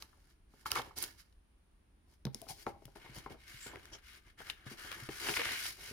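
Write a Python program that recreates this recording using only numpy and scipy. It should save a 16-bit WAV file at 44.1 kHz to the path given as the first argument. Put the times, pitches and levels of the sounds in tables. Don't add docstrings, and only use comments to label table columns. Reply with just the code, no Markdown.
import sys
import numpy as np
from scipy import signal
from scipy.fft import rfft, irfft, next_fast_len
from scipy.io import wavfile

SR = 44100
rng = np.random.default_rng(int(sys.argv[2]) if len(sys.argv) > 2 else 0)


def transcribe(signal):
    frames = np.atleast_2d(signal).T
    limited = np.clip(frames, -1, 1)
    pcm = np.round(limited * 32767).astype(np.int16)
    wavfile.write(sys.argv[1], SR, pcm)


N = 261153

# frequency in Hz, relative level in dB.
RUMBLE_COLOUR = [(12, -42.5), (24, -7), (50, -2.5), (80, -9.5), (110, -21.5), (200, -20.5), (350, -24.5),
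                 (500, -32), (1000, -33.5), (3000, -39.5), (6500, -48.5), (10000, -59), (16000, -76)]
# centre in Hz, width in Hz, relative level in dB.
HISS_PEAKS = [(9600, 1100, 1), (13000, 6000, -15)]
# frequency in Hz, likeness from 0 to 1.
QUIET_LIKENESS = [(60, 1), (130, 0.71), (290, 0.56), (640, 0.072), (1400, 0)]
NEAR_LIKENESS = [(100, 1), (300, 0.98), (640, 0.66), (1400, 0.78), (2300, 0.68), (3100, 0.77), (4500, 0.59),
                 (15000, 0.093)]
# start, attack and hold in seconds, relative levels of sheet
# flutter, drag and fibre hiss in dB, how freely the sheet bends from 0 to 1.
STROKES = [ (0.0, 0.0019, 0.028, -63.5, -61.5, -60, 0.5), (0.03, 0.042, 0.2, -76, -73.5, -75.5, 0.3),
           (0.261, 0.04, .015, -71.5, -85, -71.5, .2), (0.472, 0.14, 0.016, -69, -75, -68.5, 0.33),
           (0.652, 0.0079, 0.011, -47.5, -52.5, -46.5, .3), (.70, 0.011, 0.024, -49.5, -44, -49.5, 0.47),
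           (0.748, 0.0047, 0.031, -40, -40, -44.5, 0.67), (0.808, 0.036, .05, -64, -54, -70, 0.2),
           (0.955, 0.019, 0.034, -54, -51.5, -46, 0.6), (1.01, 0.012, 0.01, -45.5, -46, -41.5, 0.6),
           (1.04, 0.019, 0.047, -61.5, -59, -63, 0.33), (1.161, .035, 0.0072, -61.5, -80.5, -59.5, 0.54),
           (2.052, 0.066, 0.024, -77.5, -71.5, -73.5, 0.6), (2.321, .025, 0.15, -70, -64.5, -64.5, 1),
           (2.479, 0.017, 0.013, -55, -54.5, -45.5, 0.98), (2.554, 0.041, 0.032, -62, -64, -57.5, .8),
           (2.659, 0.0086, 0.023, -59, -43, -61, 1), (2.75, 0.093, 0.1, -76, -71, -74.5, .9),
           (2.951, 0.0081, 0.0092, -57, -53, -60.5, 0.54), (2.968, 0.053, 0.25, -59, -61, -67, 0.73),
           (3.128, 0.025, 0.032, -55, -51, -53.5, 0.46), (3.294, 0.0062, 0.025, -57.5, -49.5, -63.5, 0.55),
           (3.356, 0.054, 0.049, -63, -74, -69, 0.9), (3.455, 0.034, 0.18, -54.5, -67.5, -57.5, 0.82),
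           (3.578, 0.08, 0.022, -54.5, -75, -56, .3), (3.662, 0.0068, 0.1, -55, -51, -65.5, .3),
           (3.768, 0.028, .19, -61.5, -62.5, -68, 0.6), (3.912, 0.017, 0.026, -60, -54, -71, 0.32),
           (4.004, 0.074, 0.1, -58, -71, -62.5, 0.77), (4.214, 0.058, 0.031, -64, -74, -72, 0.6),
           (4.369, .034, 0.013, -50.5, -57, -58.5, 0.23), (4.417, 0.079, 0.0092, -49.5, -56, -54.5, 0.43),
           (4.532, 0.068, .08, -62.5, -70, -74, .3), (4.65, 0.019, 0.009, -51, -57, -58, 0.33),
           (4.691, 0.016, 0.026, -50, -55.5, -54.5, 0.4), (4.766, 0.024, 0.28, -50, -56.5, -54.5, 0.31),
           (4.853, 0.065, 0.019, -46, -60, -64, 0.18), (5.753, 0.074, 0.11, -52, -56.5, -51.5, 0.77)]
# time in seconds, pan in dB (every pan is left minus right).
HAND_PAN = [(0, 1.5), (1.05, -4), (2.2, 3), (2.5, 4.5), (3.2, 3), (3.65, 2), (4.1, 4), (4.8, 3.5),
            (5.35, 3), (5.9, 1)]
# centre in Hz, width in Hz, relative level in dB.
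DRAG_PEAKS = [(162, 90, -9.5), (277, 88.6, -5.5), (417.5, 119, 10), (430, 250, -1), (758, 240, -3.5),
              (847, 230, 1)]
PINCHED_PEAKS = [(1347, 190, 2), (1683, 210, 3), (2198, 220, -10.5), (3080, 670, -11)]
FREE_PEAKS = [(1350, 220, -12), (1635, 394, -2), (1777, 52, -8.5), (2167, 187, 3), (2553, 330, -4),
              (2931, 470, -5.5), (3740, 1050, -9.5)]
# frequency in Hz, relative level in dB.
FIBRE_COLOUR = [(1880, -23.5), (3200, -6.5), (4410, -1.5), (4850, 1.5), (5950, -3), (6320, -4),
                (8250, -9.5), (9200, -4.5), (10000, -1.5), (11000, -8.5), (14800, -9.5), (16000, -20),
                (16300, -30.5)]
SNAP_COLOUR = [(200, 10), (1000, 10), (2000, 5), (5500, 0), (8300, -7.5), (9900, 6), (11500, -0.5),
               (16000, -2)]
# start in seconds, level in dB, centre in Hz, Q, fade in seconds, pan in dB.
SNAPS = [(.0231, -48.5, 4900, 3.1, 0.0024, -4), (0.7056, -47.5, 3500, 1.3, .0028, -2),
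         (0.7168, -38, 2870, 2.9, 0.0018, -5), (0.7171, -33.5, 5140, 5.8, 0.00092, -3),
         (.7173, -37.5, 12100, 1.8, 0.00063, -2.5), (0.7547, -43.5, 3530, 0.69, 0.0039, 8),
         (0.7861, -44.5, 3600, 3.9, .007, 1), (.818, -50, 4600, 1.8, 0.0024, 2),
         (0.9864, -40.5, 9100, 2.1, 0.00057, -3), (1.0245, -35.5, 10900, 1.6, 0.009, -7),
         (1.0387, -43, 6400, 1.6, 0.0022, 11), (1.325, -75.5, 4102, 2.53, .004, 3.5),
         (2.2525, -45.5, 4870, 2.35, .0015, 8), (2.2677, -56, 2970, 1.7, .0014, 0),
         (2.346, -46, 5400, 12, 0.00068, 10), (2.3465, -46.5, 10100, 6.5, 0.00055, 3),
         (2.4167, -52.5, 9800, 1, .0015, 8), (2.487, -55, 5070, 3, 0.0039, 11),
         (2.854, -56, 7300, 0.95, 0.0024, 8.5), (3.7579, -51, 1970, 3.7, 0.001, 1),
         (3.855, -56.5, 3460, .7, 0.0014, 5), (3.933, -58, 5685, 5.1, 0.0026, 1),
         (4.389, -66, 2500, 1.44, 0.0037, 3), (4.499, -37.5, 3440, 2.45, 0.0039, 6),
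         (4.9167, -48.5, 2830, 0.43, 0.0013, 13.5), (4.927, -52, 2800, 0.37, 0.0011, -12),
         (5.0891, -46, 1980, 1.2, 0.0059, 5), (5.27, -43.5, 2170, 1.23, 0.00084, 9),
         (5.287, -38.5, 1960, 2.1, 0.0018, -6), (5.293, -39, 1710, 1.3, .002, 5),
         (5.3398, -38.5, 2470, 2.9, 0.00083, 1), (5.366, -35.5, 2170, 6.5, .005, 3),
         (5.371, -36, 2270, 4.1, 0.0015, 1), (5.3935, -37, 2000, 5.6, 0.0097, 1),
         (5.4172, -39, 2170, 3.7, 0.00082, -4), (5.455, -36.5, 2070, 4.9, 0.0032, 3),
         (5.4894, -41, 1840, 5.5, .0047, -1), (5.6556, -45, 2582, 1.9, 0.0018, -2)]
# start in seconds, level in dB, focus in Hz, pan in dB.
BOX_KNOCKS = [(.0234, -59, 1170, 3), (.1302, -70, 1030, 11), (.5368, -63, 404, -0.5),
              (.6585, -37.5, 1245, 3.5), (.7172, -43, 1100, -7), (.7545, -43.5, 1200, 3.5),
              (.7595, -34.5, 1000, 5), (.7655, -41.5, 1100, -2), (.773, -37, 1050, 4.5),
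              (.7865, -44, 447, 0.5), (.7935, -38, 750, 1), (.909, -55.5, 830, -2)]
TABLE_TAPS = [(2.2533, -36, 208, -2.5), (2.267, -38.5, 147, -3), (2.269, -49.5, 593, 6),
              (2.3465, -52, 265, -1.5), (2.4165, -58.5, 403, 3), (2.468, -57.5, 711, 6),
              (2.501, -51.5, 151, 0), (2.6662, -35, 830, 4), (2.82, -59, 629, 7),
              (2.8555, -52.5, 88.6, 2.5), (2.88, -58.5, 585, 4), (2.9588, -54, 725, 6.5),
              (3.062, -58, 1030, 5), (3.092, -53, 127, 0), (3.165, -54.5, 165, 3), (3.2616, -43.5, 1004, 5),
              (3.3055, -50, 266, 5), (3.345, -55.5, 567, 2), (3.54, -56.5, 119.6, 3.5),
              (3.662, -50, 349.7, -2), (3.7575, -51, 556, 1), (4.404, -52.5, 595, 3),
              (4.665, -47.5, 172, 6), (4.712, -50.5, 261.7, 2), (5.024, -50, 123.5, 1),
              (5.0895, -40, 417, 1.5), (5.912, -49.5, 257.9, 2)]
# frequency in Hz, relative level in dB, seconds to fall by 60 dB.
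BOX_MODES = [(129.2, 0.5, 0.14), (252, -8.5, 0.11), (353, -21, 0.069), (549.4, -13.5, 0.13),
             (766, -8, 0.035), (882, -8, .08), (1023, -1, 0.024), (1180, 1.5, 0.02), (1329, 1.5, 0.043),
             (1480, -10, 0.049), (1770, -13.5, 0.033)]
TABLE_MODES = [(86, 0, 0.093), (133, 2.5, 0.15), (218, -1.5, 0.098), (304.6, 3.5, 0.037), (395, -1, 0.081),
               (461, -8.5, 0.077), (566, -16.5, 0.077), (749, -14, 0.085), (809.6, -13.5, 0.19),
               (915, -7, 0.06), (1077, 2.5, 0.014), (1340, -2, 0.011), (1359, -18, 0.085), (1920, -31, .05),
               (2140, -3, 0.017)]
# midpoint and length in seconds, pitch and width in Hz, level in dB.
BRIEF_TONES = [(2.43, .045, 692, 111.5, -56), (2.505, .04, 4800, 980, -68), (2.512, 0.052, 798, 70, -47),
               (3.646, 0.19, 7480, 1000, -58.5), (3.941, 0.058, 5770, 1300, -53.5),
               (3.944, 0.043, 3180, 600, -56.5), (5.296, 0.074, 428, 110, -44),
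               (5.399, 0.059, 450, 69.6, -39)]
# time in seconds, relative levels of sheet flutter, drag and hiss in dB.
PULL = [(5.11, -51.5, -63, -56), (5.174, -51.5, -66.5, -53), (5.286, -38.5, -41.5, -42.5),
        (5.356, -47, -64, -45), (5.368, -36, -56, -42.5), (5.39, -40, -49.5, -48.5),
        (5.516, -40.5, -55, -47.5), (5.684, -47.5, -63.5, -46), (5.77, -69, -74, -67)]
# sheet flutter, drag and hiss in dB.
PULL_BOOST_DB = [2, 5, 3]
# left and right delay in seconds, gain.
ECHOES = [(.00092, 0.001, 0.43), (.0023, 0.0024, -0.83), (.0067, .0068, 0.26), (0.0114, .0112, -.17),
          (0.015, 0.018, 0.33)]
# frequency in Hz, seconds to fall by 60 dB.
ROOM_DECAY = [(150, 0.2), (400, 0.32), (1000, 0.28), (3000, 0.262), (8000, 0.086), (15000, 0.267)]

SAG_DB_PER_S, STOP_DB_PER_S = 9, 519.5
SETTLE_DB, SETTLE_DB_PER_S = -11, 150
PULL_EDGE_S = 0.024
GRIP_S, FREE_S, FREE_SHARE = 4.85, 5.39, 0.93
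RIGHT_LAG_S = .00005
TOP_HZ = 16200


def amp(db):
    return 10 ** (np.asarray(db) / 20)


def unit_rms(x):
    return x / np.sqrt(np.mean(x ** 2) + 1e-20)


def unit_attack(x):
    return x / np.sqrt(np.mean(x[:, :SR // 100] ** 2, axis=1, keepdims=True))


def curve_at(points, hz):
    f, value = np.transpose(points)
    return np.interp(np.log(hz + 1), np.log(f + 1), value)


def automation(rows, column=1):
    rows = np.array(rows)
    return np.interp(np.arange(N) / SR, rows[:, 0], rows[:, column])


def pan(db):
    return amp(np.array([np.atleast_1d(db), -np.atleast_1d(db)]) / 2)


def add(mix, start_s, sound):
    part = mix[:, round(start_s * SR):][:, :sound.shape[1]]
    part += sound[:, :part.shape[1]]


def stereo_blend(spectra, likeness):
    alike = np.clip(curve_at(likeness, np.linspace(0, SR / 2, spectra.shape[1])), -1, 1)
    return np.array([spectra[0], alike * spectra[0] + np.sqrt(1 - alike ** 2) * spectra[1]])


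def resonances(peaks):
    hz = np.geomspace(20, SR / 2, num=600)
    centre, width, db = np.transpose(peaks)[:, :, None]
    power = (amp(db) ** 2 / (1 + (2 * (hz - centre) / width) ** 2) ** 2).sum(0)
    return np.transpose([hz, 10 * np.log10(power)])


def coloured(noise, colour, likeness=NEAR_LIKENESS):
    size = next_fast_len(N)
    eq = amp(curve_at(colour, np.fft.rfftfreq(size, 1 / SR)))
    spectra = stereo_blend(rfft(noise, size), likeness) * eq
    return unit_rms(irfft(spectra, size)[:, :N])


def room_tone():
    rumble = coloured(rng.standard_normal((2, N)), RUMBLE_COLOUR, QUIET_LIKENESS)
    hiss = coloured(rng.standard_normal((2, N)), resonances(HISS_PEAKS), QUIET_LIKENESS)
    return amp(-66) * rumble + amp(-86) * hiss


def friction(slips_per_s, spread_db, fade_s, smooth):
    sizes = amp(spread_db * np.minimum(rng.exponential(1, N), 4))
    slips = sizes * (rng.random(N) < slips_per_s / SR)
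    power = signal.lfilter([1], [1, -np.exp(-1 / (fade_s * SR))], slips ** 2)
    return np.sqrt(smooth + (1 - smooth) * power / power.mean())


def stroke(attack, hold):
    t = np.arange(SR) / SR
    held = np.clip(t - attack, 0, hold)
    after = np.maximum(t - attack - hold, 0)
    release = amp(np.maximum(-STOP_DB_PER_S * after, SETTLE_DB - SETTLE_DB_PER_S * after))
    return np.clip(t / attack, 0, 1) * amp(-SAG_DB_PER_S * held) * release


def layer_powers(sheet, drag, fibres, freedom):
    return np.array([(1 - freedom) * sheet ** 2, freedom * sheet ** 2, drag ** 2, fibres ** 2])


def hand_gains():
    power = note_pull()
    for start, attack, hold, sheet_db, drag_db, fibre_db, freedom in STROKES:
        layers = layer_powers(amp(sheet_db), amp(drag_db), amp(fibre_db), freedom)
        add(power, start, np.outer(layers, stroke(attack, hold) ** 2))
    return np.sqrt(power)


def sliding_paper():
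    slips = friction(slips_per_s=1000, spread_db=3, fade_s=.0008, smooth=.4)
    judder = friction(slips_per_s=74, spread_db=4.0, fade_s=0.0059, smooth=0.32)
    drag, sway, pinched, free, fibres = rng.standard_normal((5, 2, N))
    pinched_gain, free_gain, drag_gain, fibre_gain = hand_gains()
    drag = coloured(drag * judder, resonances(DRAG_PEAKS)) * drag_gain * amp(-4.5)
    sway = coloured(sway * judder, resonances([(74, 58, 0)])) * drag_gain ** 0.66 * amp(-28)
    pinched = coloured(pinched * slips, resonances(PINCHED_PEAKS)) * pinched_gain
    free = coloured(free * slips, resonances(FREE_PEAKS)) * free_gain
    sheet = (pinched + free) * amp(-3.1)
    fibres = coloured(fibres * slips ** 1.15, FIBRE_COLOUR) * fibre_gain * amp(-3.5)
    return drag + sway + (sheet + fibres) * pan(automation(HAND_PAN))


def fibre_burst(fade_s, hz, q, size=4096):
    t = np.arange(size) / SR
    f = np.fft.rfftfreq(size, 1 / SR) + 1
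    slips = rng.standard_normal((2, size)) * np.exp(-t / fade_s)
    crisp = stereo_blend(rfft(slips), NEAR_LIKENESS) * amp(curve_at(SNAP_COLOUR, f))
    pop = irfft(crisp / (1 + 1j * q * (f / hz - hz / f)))
    return unit_attack(pop * np.linspace(1, 0, size) ** 2)


def crease_snaps():
    out = np.zeros((2, N))
    for start, db, hz, q, fade_s, pan_db in SNAPS:
        add(out, start, amp(db) * pan(pan_db) * fibre_burst(fade_s, hz, q))
    return out


def hits(rows, modes, octaves, scuff_db, scuff_fade_s, size=16384):
    out = np.zeros((2, N))
    t = np.arange(size) / SR
    f, mode_db, t60 = np.transpose(modes)[:, :, None]
    for start, db, focus_hz, pan_db in rows:
        weight = amp(mode_db + 2.5 * rng.standard_normal(f.shape))
        weight /= np.sqrt(1 + (np.log2(f / focus_hz) / octaves) ** 4)
        flip = np.pi * rng.integers(0, 2, f.shape)
        phase = flip + np.sqrt(f / 2500) * rng.standard_normal((2, len(f), 1))
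        ring = (weight * amp(-60 * t / t60) * np.sin(2 * np.pi * f * t + phase)).sum(axis=1)
        ring = unit_attack(ring * (1 - np.exp(-t / 0.00025)))
        scuff = amp(scuff_db) * fibre_burst(scuff_fade_s, focus_hz, q=5.3, size=size)
        add(out, start, amp(db) * pan(pan_db) * unit_attack(ring + scuff))
    return out


def box_knocks():
    return hits(BOX_KNOCKS, BOX_MODES, octaves=0.68, scuff_db=-3.5, scuff_fade_s=0.0074)


def table_taps():
    return hits(TABLE_TAPS, TABLE_MODES, octaves=0.83, scuff_db=-4.5, scuff_fade_s=0.0078)


def brief_tones():
    out = np.zeros((2, N))
    for middle, length, hz, width_hz, db in BRIEF_TONES:
        size = int(length * SR)
        f = np.fft.rfftfreq(size, 1 / SR)
        noise = rng.standard_normal((2, SR))[:, :size]
        band = stereo_blend(rfft(noise), NEAR_LIKENESS) / (1 + (2 * (f - hz) / width_hz) ** 2)
        add(out, middle - length / 2, amp(db) * unit_rms(irfft(band, size)) * np.hanning(size))
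    rasp = friction(slips_per_s=120, spread_db=-0.5, fade_s=0.0068, smooth=0.22)
    return out * pan(automation(HAND_PAN)) * rasp


def note_pull():
    t = np.arange(N) / SR
    inside_s = np.minimum(t - PULL[0][0], PULL[-1][0] - t)
    moving = np.clip(1 + inside_s / PULL_EDGE_S, 0, 1)
    sheet, drag, fibres = (moving * amp(automation(PULL, column) + boost_db)
                           for column, boost_db in enumerate(PULL_BOOST_DB, start=1))
    freedom = FREE_SHARE * np.clip((t - GRIP_S) / (FREE_S - GRIP_S), 0, 1)
    return layer_powers(sheet, drag, fibres, freedom)


def with_echoes(x):
    out = x.copy()
    for left_s, right_s, gain in ECHOES:
        add(out, left_s, gain * x * [[1], [0]])
        add(out, right_s, gain * x * [[0], [1]])
    return out


def room_reverb(send, size=20000):
    hz, t, bands = signal.stft(rng.standard_normal((2, size)), SR, nperseg=256)
    decay = amp(-60 * t / curve_at(ROOM_DECAY, hz)[:, None])
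    tail = signal.istft(bands * decay, SR, nperseg=256)[1]
    tail *= 1 - np.exp(-(np.arange(tail.shape[1]) / SR / 0.00563) ** 2)
    return signal.fftconvolve(send, tail / np.linalg.norm(tail[0]), axes=1)[:, :N]


def scene():
    paper = with_echoes(sliding_paper() + brief_tones()) + crease_snaps()
    bumps = box_knocks() + table_taps()
    direct = paper + bumps
    near = direct * [[1], [0]]
    add(near, RIGHT_LAG_S, direct * [[0], [1]])
    return near + room_reverb(amp(-14) * paper + amp(-13) * bumps) + room_tone()


def record(dry):
    lowpass = signal.firwin(511, TOP_HZ, window=("kaiser", 9), fs=SR)
    return signal.oaconvolve(dry, lowpass[None], "same")


dry = scene()
out = record(dry)
transcribe(out)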